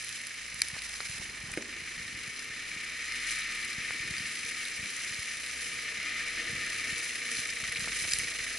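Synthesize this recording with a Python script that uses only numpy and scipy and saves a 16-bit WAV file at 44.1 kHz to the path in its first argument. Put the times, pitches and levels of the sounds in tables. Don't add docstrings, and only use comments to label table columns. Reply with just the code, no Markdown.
import sys
import numpy as np
from scipy import signal
from scipy.fft import rfft, irfft, next_fast_len
from scipy.io import wavfile

SR = 44100
rng = np.random.default_rng(int(sys.argv[2]) if len(sys.argv) > 2 else 0)


def dump(signal):
    limited = np.clip(np.atleast_2d(signal).T, -1, 1)
    pcm = np.round(limited * 32767).astype(np.int16)
    wavfile.write(sys.argv[1], SR, pcm)


def field_ratio(decibels):
    return 10 ** (np.asarray(decibels, dtype=float) / 20)


N = 378378

# time in seconds, firings per second.
FIRING_RATE = [(0.0, 30.5), (1.0, 24.8), (1.7, 25.6), (2.25, 33.3), (2.8, 33.8), (3.09, 40.6), (3.27, 41.2),
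               (3.54, 37.8), (4.08, 33.6), (4.5, 35.35), (5.83, 30.6), (6.17, 39.6), (6.32, 39.4),
               (6.55, 35.9), (7.3, 29.9), (7.75, 24.4), (8.0, 25.5), (8.58, 26.0)]
# time in seconds, level in dB.
ENGINE_LOAD = [(0.0, -44.5), (1.6, -46), (1.77, -43), (2.39, -42.5), (2.82, -39.5), (3.32, -34),
               (3.61, -36.5), (5.52, -40.5), (5.95, -37.5), (6.09, -34.5), (6.88, -36), (7.12, -38),
               (8.58, -39.5)]
# frequency in Hz, level in dB per Hz.
CLATTER_SPECTRUM = [(700, -36.5), (1100, -25.5), (1500, -11), (2000, 1), (2600, -4), (3500, -3.5),
                    (6000, -9), (11000, -17)]
# frequency in Hz, width in Hz, gain in dB.
BLOCK_RESONANCES = [(1239, 184, 15.5), (1817, 89, 9.5), (2277, 360, 6), (2600, 50, 0)]
# frequency in Hz, level in dB per Hz.
RUMBLE_SPECTRUM = [(20, -7), (32, -8), (59, -8), (113, -7), (200, -6.5), (330, -3.5), (450, -11),
                   (900, -23.5)]
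# frequency in Hz, level in dB per Hz.
DRONE_SPECTRUM = [(250, -27), (400, -7.5), (560, -7), (940, -10), (1100, -1.5), (1430, -5), (2400, -64)]
# multiple of the firing rate, level in dB.
HUM_PARTIALS = [(1, -74.5), (2, -68.5), (3, -69), (4, -69), (5, -71), (6, -68.5), (7, -74.5), (8, -71),
                (9, -73.5), (10, -71.5), (11, -82), (12, -78), (13, -78)]
# frequency in Hz, width in Hz, gain in dB.
TAILPIPE_RESONANCES = [(41.1, 11, 15.5), (52, 8.5, 6), (78.6, 7.3, 6.5), (120, 17, 1.5), (235.6, 23, 6.5),
                       (293, 14, 2), (459, 23, 9.5)]
# frequency in Hz, width in Hz, gain in dB.
PIPE_RESONANCES = [(239, 16, 9.5), (308, 130, 3.5), (466.3, 42, 16), (659, 160, 6.5)]
# frequency in Hz, width in Hz, level in dB.
PIPE_BOOMS = [(240.3, 9.6, -72), (299.4, 11, -74.5), (470.4, 16, -69), (629, 22, -71), (660, 4.9, -75)]
# time in seconds, level in dB.
ROLLING = [(0.0, -45.5), (0.48, -49), (1.05, -45), (1.36, -48.5), (1.72, -50.5), (1.98, -48), (2.89, -48),
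           (3.1, -47.5), (3.6, -47), (4.59, -46), (5.61, -45), (6.09, -48), (6.8, -44.5), (7.2, -45),
           (7.65, -45), (8.05, -43.5), (8.36, -44.5), (8.58, -44.5)]
# time in seconds, half length in seconds, extra level in dB.
LEAF_SURGES = [
    (0.646, 0.065, 1.5),
    (3.312, 0.12, 4),
    (4.375, .1, 1.5),
    (5.022, .1, 1.5),
    (5.645, 0.075, 1),
    (7.014, 0.058, 1.5),
    (7.365, 0.055, 4),
    (7.78, 0.031, 0.5),
    (8.058, .14, 2.5),
]
# frequency in Hz, level in dB per Hz.
CRUSH_SPECTRUM = [(900, -39), (1600, -3), (2500, -2), (4000, -1.5), (6000, 1), (8500, 0.5), (11000, -0.5)]
# start in seconds, peak in dB, brittleness in dB, pitch in Hz.
TWIG_SNAPS = [(0.0445, -19.5, -8, 3630), (0.0907, -21.5, -20, 3750), (0.2685, -21, -14.5, 5390),
              (0.5428, -20, -13, 5360), (0.591, -26, -14, 7000), (0.684, -17, -19, 5470),
              (0.7897, -22, -27, 4650), (0.819, -23, -21, 4590), (0.8944, -28, -16, 3670),
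              (0.9393, -25, -20, 5260), (1.004, -24, -35, 4440), (1.0535, -27, -18, 5260),
              (1.0976, -23, -14, 5020), (1.2974, -27, -22, 6050), (1.516, -22, -8, 6400),
              (1.5377, -23, -12, 5430), (1.5728, -25, -14, 5500), (1.6216, -25, -32, 6010),
              (2.362, -29, -27, 4940), (2.392, -24, -24, 6050), (3.121, -23, -26, 5150),
              (3.315, -22, -51, 6200), (3.386, -20, -8, 5200), (3.4895, -27, -25, 4050),
              (3.521, -23.5, -26, 4140), (3.6476, -21, -8, 6360), (3.7304, -26, -25, 4160),
              (4.0118, -37, -32, 3300), (4.181, -20.5, -26, 5060), (4.4625, -23, -25, 6200),
              (4.6523, -22, -27, 3910), (4.9645, -19, -10, 4180), (5.1447, -25, -25, 5040),
              (5.3697, -24.5, -14, 5150), (5.462, -24, -20, 4920), (5.6171, -21.5, -14, 5000),
              (5.945, -27, -21, 6060), (7.1546, -24, -20, 4270), (7.315, -17, -10, 4120),
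              (7.4725, -21, -12, 5220), (7.5012, -21, -22, 4600), (7.64, -23, -30, 6200),
              (7.722, -19, -11, 4930), (7.7697, -24, -32.5, 4320), (7.7947, -21, -13, 5250),
              (7.8057, -23, -17, 5140), (7.9885, -19, -17, 4250), (8.111, -17.5, -17, 5500),
              (8.1344, -4.5, -16, 5400), (8.186, -9, -14, 7200)]
# start in seconds, peak in dB, pitch in Hz.
STEM_CRACKS = [(0.167, -30, 3730), (1.4979, -29, 5220), (1.694, -34, 5280), (2.8029, -32, 5150),
               (3.0744, -34, 4290), (3.0914, -33, 6050), (3.2194, -31, 4020), (3.2464, -28, 3560),
               (3.2754, -29, 5010), (3.2974, -26, 4180), (3.3494, -28, 4180), (3.4194, -29, 4160),
               (4.1668, -26, 4060), (5.0, -27, 5270), (5.5029, -31, 5310), (6.0596, -32, 4910),
               (6.9594, -26, 4200), (7.0294, -25, 5120), (7.0694, -32, 5040), (7.3354, -25, 5990),
               (7.3694, -22, 4160), (7.3944, -25, 6250), (7.6001, -30, 6130), (7.7493, -24, 4270),
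               (7.9294, -26, 5120), (8.0004, -23, 5140), (8.0444, -24, 5210), (8.0904, -20, 6050),
               (8.1164, -25, 7010), (8.1204, -12, 5290), (8.1454, -21, 10500), (8.1994, -22, 5140),
               (8.2444, -26, 5320)]
# time in seconds, peak in dB, pitch in Hz.
HAND_THUDS = [(0.544, -44, 139), (0.736, -38.5, 120), (1.099, -39, 128), (1.152, -46, 115),
              (1.2, -40.5, 128), (1.239, -52, 125), (1.289, -48, 132), (1.395, -49, 74), (1.44, -40, 123),
              (1.488, -44, 124), (1.515, -40, 111), (1.55, -43, 185), (1.823, -45.5, 144), (1.98, -43, 172),
              (2.004, -43, 105), (2.061, -46, 136), (2.128, -46.2, 167), (2.148, -42.5, 133),
              (2.281, -42, 151), (2.503, -45, 187), (2.766, -42.5, 167), (3.784, -36, 158),
              (3.909, -42.5, 186), (4.005, -41, 119), (4.034, -52, 145), (4.054, -42, 182),
              (4.112, -35.5, 127), (4.184, -45, 173), (4.207, -39, 136), (4.247, -44, 123),
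              (4.447, -44, 154), (4.797, -42.5, 120), (4.832, -41.5, 133), (4.87, -68, 171),
              (5.112, -45, 133), (5.192, -40, 107), (5.987, -43, 186), (6.501, -42, 116), (6.533, -37, 132),
              (6.551, -40.5, 138), (6.573, -45.2, 143), (6.596, -47, 88), (6.619, -56, 161),
              (6.929, -37, 141), (7.391, -40.5, 165), (7.633, -41, 143), (7.693, -42, 121),
              (7.791, -41, 143), (7.824, -40, 132), (7.875, -41, 187), (7.904, -48, 154), (8.024, -44, 133),
              (8.056, -42, 111), (8.142, -47, 97), (8.191, -42, 122), (8.216, -44, 129), (8.254, -45, 134),
              (8.409, -46, 109)]
# frequency in Hz, width in Hz, level in dB.
STICK_RESONANCES = [(2020, 620, -3), (3100, 700, -12), (4570, 660, 5), (5400, 500, -2), (7030, 640, 0),
                    (8300, 1100, 3), (10200, 550, 1.5)]
# start in seconds, peak in dB, tick in dB.
WOOD_KNOCKS = [(.766, -35, -17), (1.004, -31.5, -3), (1.217, -37, -27), (1.5386, -50, 15.5),
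               (1.574, -54, 19), (1.6243, -49, 11), (1.73, -51, 4), (7.638, -54, 15.5), (8.051, -35, -14),
               (3.907, -31, 0), (7.875, -30.5, -9)]
# frequency in Hz, level in dB, time to fall 60 dB in seconds.
UNDERBODY_RINGING = [(207, -4, 0.58), (237.6, 4, 0.37), (317, 5, 0.32), (360, 17.5, 0.053),
                     (410, 1.5, 0.82), (460, 9.5, 0.089), (489, 4, 0.19), (563, 4, 0.2), (640, -1, 0.23),
                     (700, -22, 0.27)]
# time in seconds, left minus right in dB, plus 1.5 dB.
CAR_PAN = [(0.0, 0.5), (1.55, 0), (2.41, 1.5), (4.35, 2), (5.14, 1.5), (6.76, 2), (8.1, 1), (8.58, 1)]
# frequency in Hz, width in Hz, gain in dB.
LEFT_HOUSING = [(2350, 500, 3), (3400, 370, -5.8), (3820, 180, -5.1), (4520, 550, -4.2), (5520, 470, -9.7),
                (6500, 380, -9.9), (7940, 600, -12.7), (9600, 970, -13.2)]
# frequency in Hz, width in Hz, gain in dB.
RIGHT_HOUSING = [(3320, 630, -6.0), (3910, 120, -2.8), (4490, 390, -7.9), (5930, 750, -3.8),
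                 (7670, 800, -12.0), (8870, 590, -6.9), (9540, 690, -10.9)]
# frequency in Hz, width in Hz, gain in dB.
SHARED_CAVITY = [(3450, 200, -1.2), (4150, 150, 2.2), (4820, 220, -1.2), (5180, 200, .8), (5720, 260, -1.4),
                 (6030, 200, 1.8), (6670, 320, -3.5)]
# frequency in Hz, gain in dB.
TREBLE_CUT = [(10990, 0), (11040, -27), (11300, -47), (12000, -65), (13000, -80)]

TIME = np.arange(N) / SR


def rms_one(x):
    return x / np.sqrt(np.mean(x ** 2) + 1e-20)


def peak_one(x):
    return x / np.abs(x).max()


def in_time(rows):
    s, value = np.transpose(rows)
    return np.interp(TIME, s, value)


def drift(rate):
    r = np.exp(-80 * np.pi * rate / SR)
    slow = signal.lfilter([1], [1, -2 * r, r * r], rng.standard_normal(N // 40 + 2002))[2000:]
    return np.interp(np.arange(N) / 40, np.arange(len(slow)), rms_one(slow))


def colour(x, points):
    point_hz, point_db = np.transpose(points)
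    hz = np.maximum(np.arange(2049) * SR / 4096, 1)
    cepstrum = irfft(np.log(field_ratio(np.interp(np.log(hz), np.log(point_hz), point_db))))
    cepstrum[1:2048] *= 2
    cepstrum[2049:] = 0
    impulse = irfft(np.exp(rfft(cepstrum)))
    return signal.oaconvolve(x, np.atleast_2d(impulse), axes=-1)[:, :N]


def peaks(x, modes):
    for hz, width_hz, gain_db in modes:
        a, w, half = field_ratio(gain_db / 2), 2 * np.pi * hz / SR, np.pi * width_hz / SR
        middle = -2 * np.cos(w)
        x = signal.lfilter([1 + half * a, middle, 1 - half * a], [1 + half / a, middle, 1 - half / a], x)
    return x


def band(x, low_hz, high_hz):
    return signal.sosfilt(signal.butter(2, [low_hz, high_hz], "band", fs=SR, output="sos"), x)


def around(x, hz, width_hz):
    return rms_one(band(x, hz - width_hz / 2, hz + width_hz / 2))


def add(out, s, sound):
    at = round(s * SR)
    out[..., at:at + sound.shape[-1]] += sound[..., :N - at]


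def spread(direct, scattered, share):
    share = np.clip(share, 0, 1)
    return np.sqrt(1 - share) * direct + np.sqrt(share) * scattered


def crankshaft(rate):
    turns = np.cumsum(rate * (1 + 0.004 * drift(6.6))) / SR
    firing = turns.astype(int)
    cylinder_db = np.array([-1.06, -1.3, -0.97, -1.0])
    strength_db = cylinder_db[firing % 4] + 0.48 * rng.standard_normal(400)[firing]
    return turns, firing, strength_db


def block_clatter(gate, white):
    knocking = gate * spread(white[0], white[1:3], 0.082)
    return rms_one(peaks(colour(knocking, CLATTER_SPECTRUM), BLOCK_RESONANCES))


def exhaust_hum(turns):
    hum = sum(field_ratio(db + 3.5 * drift(4)) * np.sin(2 * np.pi * k * turns + k * k) for k, db in HUM_PARTIALS)
    return peaks(hum, TAILPIPE_RESONANCES)


def pipe_booms(excitation):
    return sum(field_ratio(db + 1.0 * drift(0.93)) * around(excitation, hz, width_hz) for hz, width_hz, db in PIPE_BOOMS)


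def engine():
    rate = in_time(FIRING_RATE)
    clatter_db = in_time(ENGINE_LOAD)
    swing_db = clatter_db + 40
    faster = rate - 32
    drone_db = -64.5 + 0.3 * TIME + 0.045 * swing_db
    rumble_db = -60 + 0.56 * swing_db + 2.0 * drift(0.9)
    hum_db = -1 + 0.15 * faster
    knock_db = 3 - 0.41 * faster
    turns, firing, strength_db = crankshaft(rate)
    gate = field_ratio(knock_db * (1 - 2 * (turns % 1) ** 1.5) + strength_db + 0.66 * drift(34))
    white = rng.standard_normal((9, N))
    clatter = block_clatter(gate, white)
    rumble = rms_one(colour(gate ** 1.3 * spread(white[3], white[4:6], 0.37), RUMBLE_SPECTRUM))
    puffs = rms_one(np.diff(firing, prepend=0) * field_ratio(strength_db))
    body = 0.25 * puffs + gate ** 0.19 * spread(white[6], white[7:], 0.49)
    drone = rms_one(colour(body, DRONE_SPECTRUM))
    opposed = rms_one(band(white[1], 300, 2460)) * [[1], [-1]]
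    plain = field_ratio(rumble_db) * rumble + field_ratio(drone_db + 2.0) * drone
    near = np.clip((drone_db + 64.0) / 2.39, .2, 1.7)
    exhaust = plain + near * (peaks(plain, PIPE_RESONANCES) - plain) + field_ratio(hum_db) * exhaust_hum(turns)
    booms = near * field_ratio(swing_db) * pipe_booms(white[3] + 0.24 * puffs)
    return field_ratio(clatter_db + 1.0) * clatter + exhaust + booms + field_ratio(drone_db + 6.5) * opposed


def grains(per_s, size_db, channels):
    sizes = field_ratio(size_db * np.minimum(rng.exponential(1, (channels, N)), 5))
    sizes = sizes * rng.choice([-1, 1], (channels, N))
    return rms_one(sizes * (rng.random((channels, N)) < per_s / SR))


def leaves():
    crush_db = in_time(ROLLING)
    for s, half_s, db in LEAF_SURGES:
        crush_db = crush_db + db * np.exp(-((TIME - s) / half_s) ** 2)
    bright_db = -1 + crush_db - crush_db.mean()
    clump = field_ratio(0.7 * drift(25) + 1.5 * drift(70))
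    under_tread = grains(9000 * clump, 3.6, channels=1)
    scattered = grains(14000 * clump, 0.71, channels=2)
    crackle = spread(under_tread, scattered, 0.23)
    crackle = rms_one(colour(crackle * np.sqrt(clump), CRUSH_SPECTRUM))
    dull = signal.lfilter(*signal.butter(1, 7000, fs=SR), crackle)
    return field_ratio(crush_db + 12.5) * (dull + field_ratio(bright_db) * (crackle - dull))


def twigs():
    out, t = np.zeros((2, N)), np.arange(1400) / SR
    for s, peak_db, brittle_db, hz in TWIG_SNAPS:
        white = rng.standard_normal((3, len(t)))
        crumble_s = .0005 - .00004 * peak_db
        fade = np.exp(-t / crumble_s) + .06 * np.exp(-t / .01)
        burst = spread(white[0], white[1:], .1) * np.minimum(t / .0006, 1) * fade
        burst[:, round(.0007 * SR)] += 2.5
        splinter = rms_one(band(burst, 0.85 * hz, 1.2 * hz)) + 0.7 * rms_one(band(burst, 3900, 7500))
        wood = rms_one(band(band(burst, 1670, 2700), 1670, 2700))
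        crisp = rms_one(band(burst, 6600, 10700))
        snap = splinter + field_ratio(-15) * wood + field_ratio(brittle_db + 25.5) * crisp
        add(out, s, field_ratio(1.12 * peak_db + 5.5) * peak_one(snap))
    return out


def cracks():
    out, t = np.zeros((2, N)), np.arange(900) / SR
    for s, peak_db, hz in STEM_CRACKS:
        white = rng.standard_normal((3, len(t)))
        burst = spread(white[0], white[1:], .1) * np.exp(-t / .0006)
        pitched = rms_one(band(burst, .85 * hz, min(1.15 * hz, 11500)))
        crack = pitched + .6 * rms_one(band(burst, 3000, 11000))
        add(out, s, field_ratio(peak_db + 2.5) * peak_one(crack))
    return out


def sleeve():
    stroke = np.exp(-((TIME - 1.23) / 0.65) ** 4)
    return field_ratio(-62.5 + 3.6 * drift(20)) * stroke * rms_one(band(rng.standard_normal(N), 720, 1700))


def hand():
    thuds, grip, t = np.zeros(N), np.zeros(N), np.arange(-700, 700) / SR
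    for s, peak_db, hz in HAND_THUDS:
        lean = rng.uniform(0, 2 * np.pi)
        cycles = 1.03 * hz * t
        falling = 0.8 * cycles - 0.64 * cycles ** 2
        thud = np.cos(2 * np.pi * falling + lean) * np.exp(-(cycles / 0.5) ** 2)
        add(thuds, s - 700 / SR, field_ratio(peak_db + 1.5) * thud)
        grip += field_ratio(peak_db - 27) * np.exp(-((TIME - s) / 0.084) ** 2)
    rub = grip * field_ratio(3.2 * drift(33)) * rms_one(band(rng.standard_normal(N), 40, 310))
    return band(thuds, 44, 440) + rub


def thick_stick():
    out, t = np.zeros((2, N)), np.arange(900) / SR
    white = rng.standard_normal((3, len(t)))
    fade = np.exp(-t / .0008) + 0.025 * np.exp(-t / 0.006)
    burst = spread(white[0], white[1:], 0.056) * np.minimum(t / .001, 1) ** 2 * fade
    stick = sum(field_ratio(db) * around(burst, hz, width_hz) for hz, width_hz, db in STICK_RESONANCES)
    add(out, .6168, field_ratio(-1.5) * peak_one(stick))
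    return out


def knocks():
    out, t = np.zeros(N), np.arange(900) / SR
    for s, peak_db, tick_db in WOOD_KNOCKS:
        push = band(np.exp(-t / 0.00014), 300, 1770)
        tick = rng.standard_normal(len(t)) * (np.exp(-t / .0004) + .15 * np.exp(-t / .005))
        tick = band(band(tick, 1250, 2900), 1250, 2900)
        add(out, s, field_ratio(peak_db) * (peak_one(push) + field_ratio(tick_db + 11) * peak_one(tick)))
    return out


def branch():
    out, t, start_s = np.zeros(N), np.arange(12000) / SR, 1.573
    ringing = sum(field_ratio(db - 60 * t / t60) * np.sin(2 * np.pi * hz * t) for hz, db, t60 in UNDERBODY_RINGING)
    damped = np.exp(-t / 0.0053) + 0.12
    rise = np.sin(np.pi / 2 * np.minimum(t / 0.0034, 1)) ** 2
    add(out, start_s, field_ratio(-34.5) * band(ringing * damped * rise, 130, 3000))
    scrape = rms_one(band(rng.standard_normal(len(t)), 167, 450))
    scrape = scrape * np.exp(-t / 0.1) * np.minimum(t / 0.0022, 1)
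    add(out, start_s, field_ratio(-48) * band(scrape, 170, 800))
    return out


def scene():
    pan_db = in_time(CAR_PAN) - 1.5
    car = (engine() + leaves()) * field_ratio(pan_db * [[.5], [-.5]])
    return car + twigs() + cracks() + sleeve() + hand() + thick_stick() + knocks() + branch()


def roll_off(x):
    return signal.sosfilt(signal.butter(12, 12330, fs=SR, output="sos"), x)


def record(dry):
    size = next_fast_len(N)
    hz = np.arange(size // 2 + 1) * SR / size
    lag_rad = 1.3 * (1 + np.tanh((hz - 6500) / 200)) / 2
    late = irfft(rfft(dry[1], size) * np.exp(-1j * lag_rad), size)[:N]
    ports = np.array([peaks(dry[0], LEFT_HOUSING), peaks(late, RIGHT_HOUSING)])
    return roll_off(colour(peaks(ports, SHARED_CAVITY), TREBLE_CUT))


dry = scene()
out = record(dry)
dump(out)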